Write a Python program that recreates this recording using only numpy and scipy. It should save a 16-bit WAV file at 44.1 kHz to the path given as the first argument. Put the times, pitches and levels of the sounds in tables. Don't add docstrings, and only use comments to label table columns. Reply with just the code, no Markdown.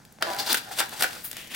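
import sys
import numpy as np
from scipy import signal
from scipy.fft import rfft, irfft
from scipy.io import wavfile

SR = 44100
rng = np.random.default_rng(int(sys.argv[2]) if len(sys.argv) > 2 else 0)


def file_out(sig):
    cols = np.atleast_2d(sig).T
    lim = np.clip(cols, -1, 1)
    pcm = np.round(lim * 32767).astype(np.int16)
    wavfile.write(sys.argv[1], SR, pcm)


N = 68355
T = np.arange(N) / SR
HZ = np.fft.rfftfreq(4096, 1 / SR)


def amp(db):
    return 10 ** (np.asarray(db) / 20)


def unit(x):
    return x / np.sqrt(np.mean(x ** 2) + 1e-20)


def curve(points, hz=HZ):
    f, value = np.transpose(points)
    return np.interp(np.log(hz + 1), np.log(f), value)


def colour(x, eq_db):
    log_gain = np.log(amp(np.r_[eq_db, eq_db[-2:0:-1]]))
    taps = np.fft.ifft(np.exp(np.conj(signal.hilbert(log_gain)))).real
    return signal.fftconvolve(x, taps / np.linalg.norm(taps))[:N]


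def ringing(modes):
    t = T[:4096]
    return sum(amp(db) * np.exp(-np.pi * width * t) * np.cos(2 * np.pi * hz * t)
               for hz, width, db in modes)


def resonate(x, hz, width_hz):
    turn = np.exp(2j * np.pi * np.cumsum(hz) / SR)
    pole = np.exp(-np.pi * width_hz / SR)
    return (turn * signal.lfilter([(1 - pole) ** 2], [1, -2 * pole, pole * pole], x / turn)).real


def strokes(rows):
    swells = [amp(db) * np.exp(-np.maximum((s - T) / rise, (T - s) / release))
              for s, db, rise, release in rows]
    return np.sqrt(sum(swell ** 2 for swell in swells))


def burst(s, decay_s):
    return (T >= s) * np.exp(-abs(T - s) / decay_s)


def slips(per_s, spread_db, hiss):
    size = amp(spread_db * np.minimum(rng.exponential(1, N), 3))
    clicks = size * rng.choice([-1, 1], N) * (rng.random(N) < per_s / SR)
    return unit(unit(clicks) + hiss * rng.standard_normal(N))


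def judder(rate_hz, depth_db):
    f = np.fft.rfftfreq(N, 1 / SR)
    wobble = irfft(rfft(rng.standard_normal(N)) * f / rate_hz * np.exp(-(f / rate_hz) ** 2), N)
    return unit(amp(depth_db * unit(wobble)))


def smear(x, bass_delay_s=0.0014):
    f = np.fft.rfftfreq(2 * N, 1 / SR)
    return irfft(rfft(x, 2 * N) * np.exp(-2j * np.pi * bass_delay_s * (f - f ** 2 / SR)))[:N]


def flap_eq(points, wedged):
    # (frequency [Hz], width [Hz], lift [dB])
    peaks = [(1480, 130, 6), (1590, 50, 3), (2800, 110, 4), (3380, 60, 6), (3545, 50, 12), (3680, 45, 6),
             (3995, 60, 6), (4325, 55, 8), (4720, 80, 10), (5255, 70, 8)]
    lift_db = sum(db / (1 + (2 * (HZ - hz) / width) ** 2) for hz, width, db in peaks)
    return curve(points) + (1 if wedged else 0.49) * lift_db


def crack(s, decay_s, tilt_db, pivot_hz=4000, size=2048):
    # (frequency [Hz], relative level [dB])
    crack_eq = [(60, -38.5), (170, -4.5), (420, -3), (750, -2), (1150, -3), (2500, 3.5), (4500, 3.5),
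                (6800, 1), (8300, 4.5), (12000, 5), (16000, 2)]
    fall = burst(0, decay_s)[:size]
    phase = np.angle(rfft(fall * rng.standard_normal(size), 2 * size))
    white = irfft(np.exp(1j * phase))[:size]
    white *= np.linalg.norm(fall) / np.linalg.norm(white)
    placed = np.pad(white, (round(s * SR), N))[:N]
    octaves = np.log2(np.maximum(HZ, 800) / pivot_hz)
    return colour(placed, flap_eq(crack_eq, wedged=False) + tilt_db * octaves)


def room_tone():
    # (frequency [Hz], relative level [dB])
    room_eq = [(20, -13), (60, -11.5), (120, -0.5), (230, -4.5), (400, -15), (1000, -20.5), (3000, -25.5),
               (6500, -23), (16000, -35.5)]
    shared, left, right = (colour(rng.standard_normal(N), curve(room_eq)) for _ in range(3))
    return amp(-55) * unit(shared + 0.45 * np.array([left, right]))


def reflections(x, t60, delay_s):
    shape = (2, SR // 2)
    echoes = rng.standard_normal(shape) * (rng.random(shape) < 0.15)
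    hz, t, bands = signal.stft(echoes, SR, nperseg=256)
    tail = signal.istft(bands * amp(-60 * t / curve(t60, hz)[:, None]), SR, nperseg=256)[1]
    tail /= np.linalg.norm(tail, axis=1, keepdims=True)
    delayed = np.pad(tail, ((0, 0), (round(delay_s * SR), 0)))
    return signal.fftconvolve(x[None], delayed, axes=1)[:, :N]


def table_echoes(x):
    # (frequency [Hz], relative level [dB])
    side_eq = [(100, -8), (700, -7), (2000, -5), (16000, 2)]
    echoes = reflections(x, t60=[(300, 0.046), (10000, 0.012)], delay_s=0.00034)[0]
    side = amp(-5.5) * colour(echoes, curve(side_eq))
    return np.array([side, -side])


def handling(start_s=0.21):
    # (frequency [Hz], relative level [dB])
    bump_eq = [(60, -13), (115, -15.5), (280, -6), (600, -19.5)]
    bumps = (T > start_s) * slips(per_s=130, spread_db=-1.5, hiss=0.59)
    return amp(-51) * colour(bumps, curve(bump_eq))


def knocks():
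    # (time [s], level [dB], pitch [Hz], decay [s])
    jolts = [(0.21, -46.5, 170, 0.0057), (1.049, -29, 520, 0.0068), (0.52, -23, 780, 0.0041),
             (1, -39.5, 193, 0.0058)]
    return sum(amp(db) * burst(s, decay) * np.sin(2 * np.pi * hz * (T - s))
               for s, db, hz, decay in jolts)


def ticks():
    # (time [s], level [dB], treble tilt [dB/octave])
    catches = [(0.051, -42.5, -2), (0.1242, -42.5, 5), (0.186, -40, -10.5), (0.3019, -26.5, -7.5),
               (0.335, -29, -3.5), (0.3465, -32, 4), (0.365, -28.5, -3.5), (0.8936, -30.5, 1.5),
               (1.131, -30, -4.5), (1.3138, -24.5, 0.5), (1.33, -30, -3.5), (1.368, -26.5, -2)]
    return sum(amp(db) * crack(s, decay_s=0.0018, tilt_db=tilt) for s, db, tilt in catches)


def dragging():
    # (time [s], level [dB], hollow note [Hz])
    rub = [(0.05, -62.5, 817), (0.2, -70, 780), (0.216, -37, 815), (0.25, -37.5, 540), (0.30, -42, 700),
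           (0.47, -41.5, 860), (0.501, -29, 935), (0.62, -61, 715), (0.714, -41.5, 770), (0.76, -58, 760),
           (0.808, -30, 853), (0.851, -59, 820), (0.906, -65, 840), (0.926, -40.5, 830),
           (0.975, -53.5, 810), (1.033, -36, 726), (1.09, -60.5, 840), (1.169, -46, 553), (1.22, -69, 529)]
    # (frequency [Hz], relative level [dB])
    rasp_eq = [(60, -33), (220, -6), (450, -3.5), (800, 0.5), (1150, -5.5), (1500, 5), (3000, -13.5),
               (4800, -8), (6300, -37), (16000, -21)]
    s, db, hz = np.transpose(rub)
    grip = slips(per_s=1800, spread_db=3.0, hiss=0.41) * judder(rate_hz=44, depth_db=1.5)
    note = amp(-2.5) * unit(resonate(grip, np.interp(T, s, hz), width_hz=150))
    rasp = smear(colour(grip, curve(rasp_eq)))
    return amp(np.interp(T, s, db)) * (note + rasp)


def lid_opening():
    # (peak time [s], level [dB], rise [s], release [s])
    slides = [(1.246, -29.5, 0.006, 0.03)]
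    bends = [(1.38, -38.5, 0.034, .08), (1.517, -36, 0.013, .04), (1.55, -23.5, 0.0068, .02)]
    # (frequency [Hz], relative level [dB])
    skin_eq = [(200, -61), (700, -8), (7000, -12.5), (12500, 2), (16000, -1.5)]
    crease_eq = [(100, 10), (280, -11), (700, -8), (1300, -10), (1900, -2), (3000, -1), (5000, -11),
                 (16000, -16)]
    skin = strokes(slides) * slips(per_s=9600, spread_db=3.0, hiss=0.33)
    crease = strokes(bends) * slips(per_s=4100, spread_db=-1, hiss=0.56)
    return smear(colour(skin, curve(skin_eq)) + colour(crease, curve(crease_eq)))


def thumb_creak(jitter=0.006):
    # (start [s], length [s], slip rate [1/s], wall ring [dB], edge rasp [dB])
    creaks = [(0.268, 0.027, 167, -33.5, -66), (0.3033, 0.034, 197, -34.5, -46),
              (0.387, 0.019, 205, -37, -31), (0.4234, 0.01, 262, -39, -37), (0.463, 0.019, 262, -42.5, -32),
              (0.4956, 0.032, 236, -41, -28)]
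    # (frequency [Hz], width [Hz], relative level [dB])
    wall_modes = [(255, 50, -13), (345, 50, -9), (675, 70, -2), (785, 70, 0), (985, 60, -4),
                  (1400, 110, -11)]
    # (frequency [Hz], relative level [dB])
    edge_eq = [(200, -26), (1600, -7.5), (3000, -2), (4200, 6), (7500, -10.5), (16000, -3)]
    wall_kicks, edge_kicks = np.zeros((2, N))
    for start, length, per_s, wall_db, edge_db in creaks:
        steps = start + np.arange(0, length, 1 / per_s)
        steps += jitter / per_s * rng.standard_normal(N)[:len(steps)]
        at = np.round(steps * SR).astype(int)
        wall_kicks[at] += amp(wall_db) * np.sqrt(SR / per_s)
        edge_kicks[at] += amp(edge_db) * np.sqrt(SR / per_s)
    ring = ringing(wall_modes)
    wall = signal.fftconvolve(wall_kicks, ring / np.linalg.norm(ring))[:N]
    tear = burst(0, decay_s=0.0012)
    tearing = signal.fftconvolve(edge_kicks, tear / np.linalg.norm(tear))[:N]
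    grit = amp(-9) * tearing * rng.standard_normal(N)
    return smear(wall + colour(edge_kicks + grit, flap_eq(edge_eq, wedged=True)))


def scraping():
    # (time [s], level [dB])
    first_pull = [(0.215, -83), (0.24, -44), (0.33, -44), (0.372, -45), (0.397, -29), (0.44, -42.5),
                  (0.485, -32), (0.505, -28), (0.528, -24), (0.538, -48), (0.58, -39.5), (0.605, -47),
                  (0.70, -51.5), (0.76, -69)]
    # (peak time [s], level [dB], rise [s], release [s])
    later_pulls = [(0.725, -36.5, 0.014, 0.033), (0.789, -21, 0.0085, 0.014), (0.802, -20, 0.011, 0.0057),
                   (0.825, -35.5, 0.0059, 0.032), (0.932, -37, 0.014, 0.014), (1.0, -31.5, 0.023, 0.048),
                   (1.04, -37, 0.056, 0.04), (1.16, -43, 0.22, 0.1)]
    # (frequency [Hz], relative level [dB])
    tight_eq = [(80, -48), (250, 4.5), (600, -3), (1100, -3), (2700, 1.5), (4200, 3), (7000, -0.5),
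                (11000, -4), (16000, -15.5)]
    loose_eq = [(80, -41), (300, 2), (800, -2.5), (1150, 0), (2200, 1), (4500, 2.5), (6800, -2), (8300, 1),
                (11000, -3.5), (16000, -5)]
    tight = amp(np.interp(T, *np.transpose(first_pull))) * slips(per_s=3500, spread_db=0.5, hiss=0.78)
    loose = strokes(later_pulls) * slips(per_s=8000, spread_db=6.0, hiss=0.78)
    loose *= judder(rate_hz=86, depth_db=1.96)
    return smear(colour(tight, flap_eq(tight_eq, wedged=True))
                 + colour(loose, flap_eq(loose_eq, wedged=False)))


def crunching():
    # (peak time [s], level [dB], rise [s], release [s])
    crunches = [(0.546, -18, 0.0011, 0.0027), (0.812, -28, 0.0036, 0.014), (1.04, -23, 0.0045, 0.01)]
    # (frequency [Hz], relative level [dB])
    crunch_eq = [(200, -23), (1100, -13), (1450, 7.5), (2000, -1.5), (2700, -3), (16000, -49)]
    return colour(strokes(crunches) * slips(per_s=3200, spread_db=4.5, hiss=0.47), curve(crunch_eq))


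def tab_pop(band_hz=(3020, 4700)):
    band = signal.butter(3, band_hz, "band", fs=SR, output="sos")
    noise = unit(signal.sosfilt(band, rng.standard_normal(N)))
    return amp(-21) * burst(s=0.2246, decay_s=0.0039) * noise


def snaps():
    # (time [s], crack level [dB], crack decay [s], treble tilt [dB/octave], lid kick [dB])
    releases = [(0.224, -17, 0.0033, -5.5, -16.5), (0.5297, -9.5, 0.0014, 2.5, -33),
                (0.544, -17, 0.0064, -2.5, -17), (0.558, -30, .002, 7, -48),
                (0.5711, -25.5, 0.011, -2, -48), (0.8028, -18, 0.0019, 8, -21),
                (0.823, -32, 0.0038, -9, -30), (1.0090, -19, 0.002, 1.5, -23.5),
                (1.0227, -14, 0.0058, -2.5, -23), (1.034, -18.5, 0.0052, 1, -36),
                (1.042, -57, 0.0034, -26, -19)]
    # (frequency [Hz], width [Hz], relative level [dB])
    lid_modes = [(600, 120, -20), (800, 90, -20), (1000, 90, -21), (1340, 130, -7), (1478, 85, 2),
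                 (1610, 120, -6), (1800, 140, -13), (2780, 110, -21)]
    cracks, kicks = np.zeros((2, N))
    for s, crack_db, decay_s, tilt_db, kick_db in releases:
        cracks += amp(crack_db) * crack(s, decay_s, tilt_db)
        kicks[round(s * SR)] += amp(kick_db)
    lid = amp(-1.5) * signal.fftconvolve(kicks, ringing(lid_modes))[:N]
    return cracks + smear(lid)


def ear(x, side):
    # (frequency [Hz], left minus right [dB])
    balance = [(40, -1), (150, -2.5), (600, -1.2), (1300, -.8), (2600, 2.3), (5000, 3.7), (16000, 4)]
    # (frequency [Hz], lead of the left ear [rad])
    lead = [(100, -.15), (600, -.7), (2000, -.4), (16000, -.1)]
    f = np.fft.rfftfreq(2 * N, 1 / SR)
    response = amp(side * curve(balance, f) / 2) * np.exp(0.5j * side * curve(lead, f))
    return irfft(rfft(x, 2 * N) * response)[:N]


def scene(low_cut_hz=237):
    # (frequency [Hz], time to fall 60 dB [s])
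    room_t60 = [(100, 0.18), (500, 0.33), (1500, 0.35), (5000, 0.23), (10000, 0.037), (16000, 0.17)]
    board = (scraping() + crunching() + dragging() + thumb_creak()
             + tab_pop() + snaps() + ticks() + lid_opening())
    low_cut = signal.butter(3, low_cut_hz, "high", fs=SR, output="sos")
    box = signal.sosfilt(low_cut, board) + knocks() + handling()
    close = box + table_echoes(box)
    tail = amp(-9) * reflections(box, room_t60, delay_s=0.007)
    left, right = close + tail + room_tone()
    return np.array([ear(left, 1), ear(right, -1)])


def record(dry, cutoff_hz=15950):
    low_pass = signal.firwin(511, cutoff_hz, window=("kaiser", 9), fs=SR)
    return signal.oaconvolve(dry, low_pass[None], "same")


dry = scene()
out = record(dry)
file_out(out)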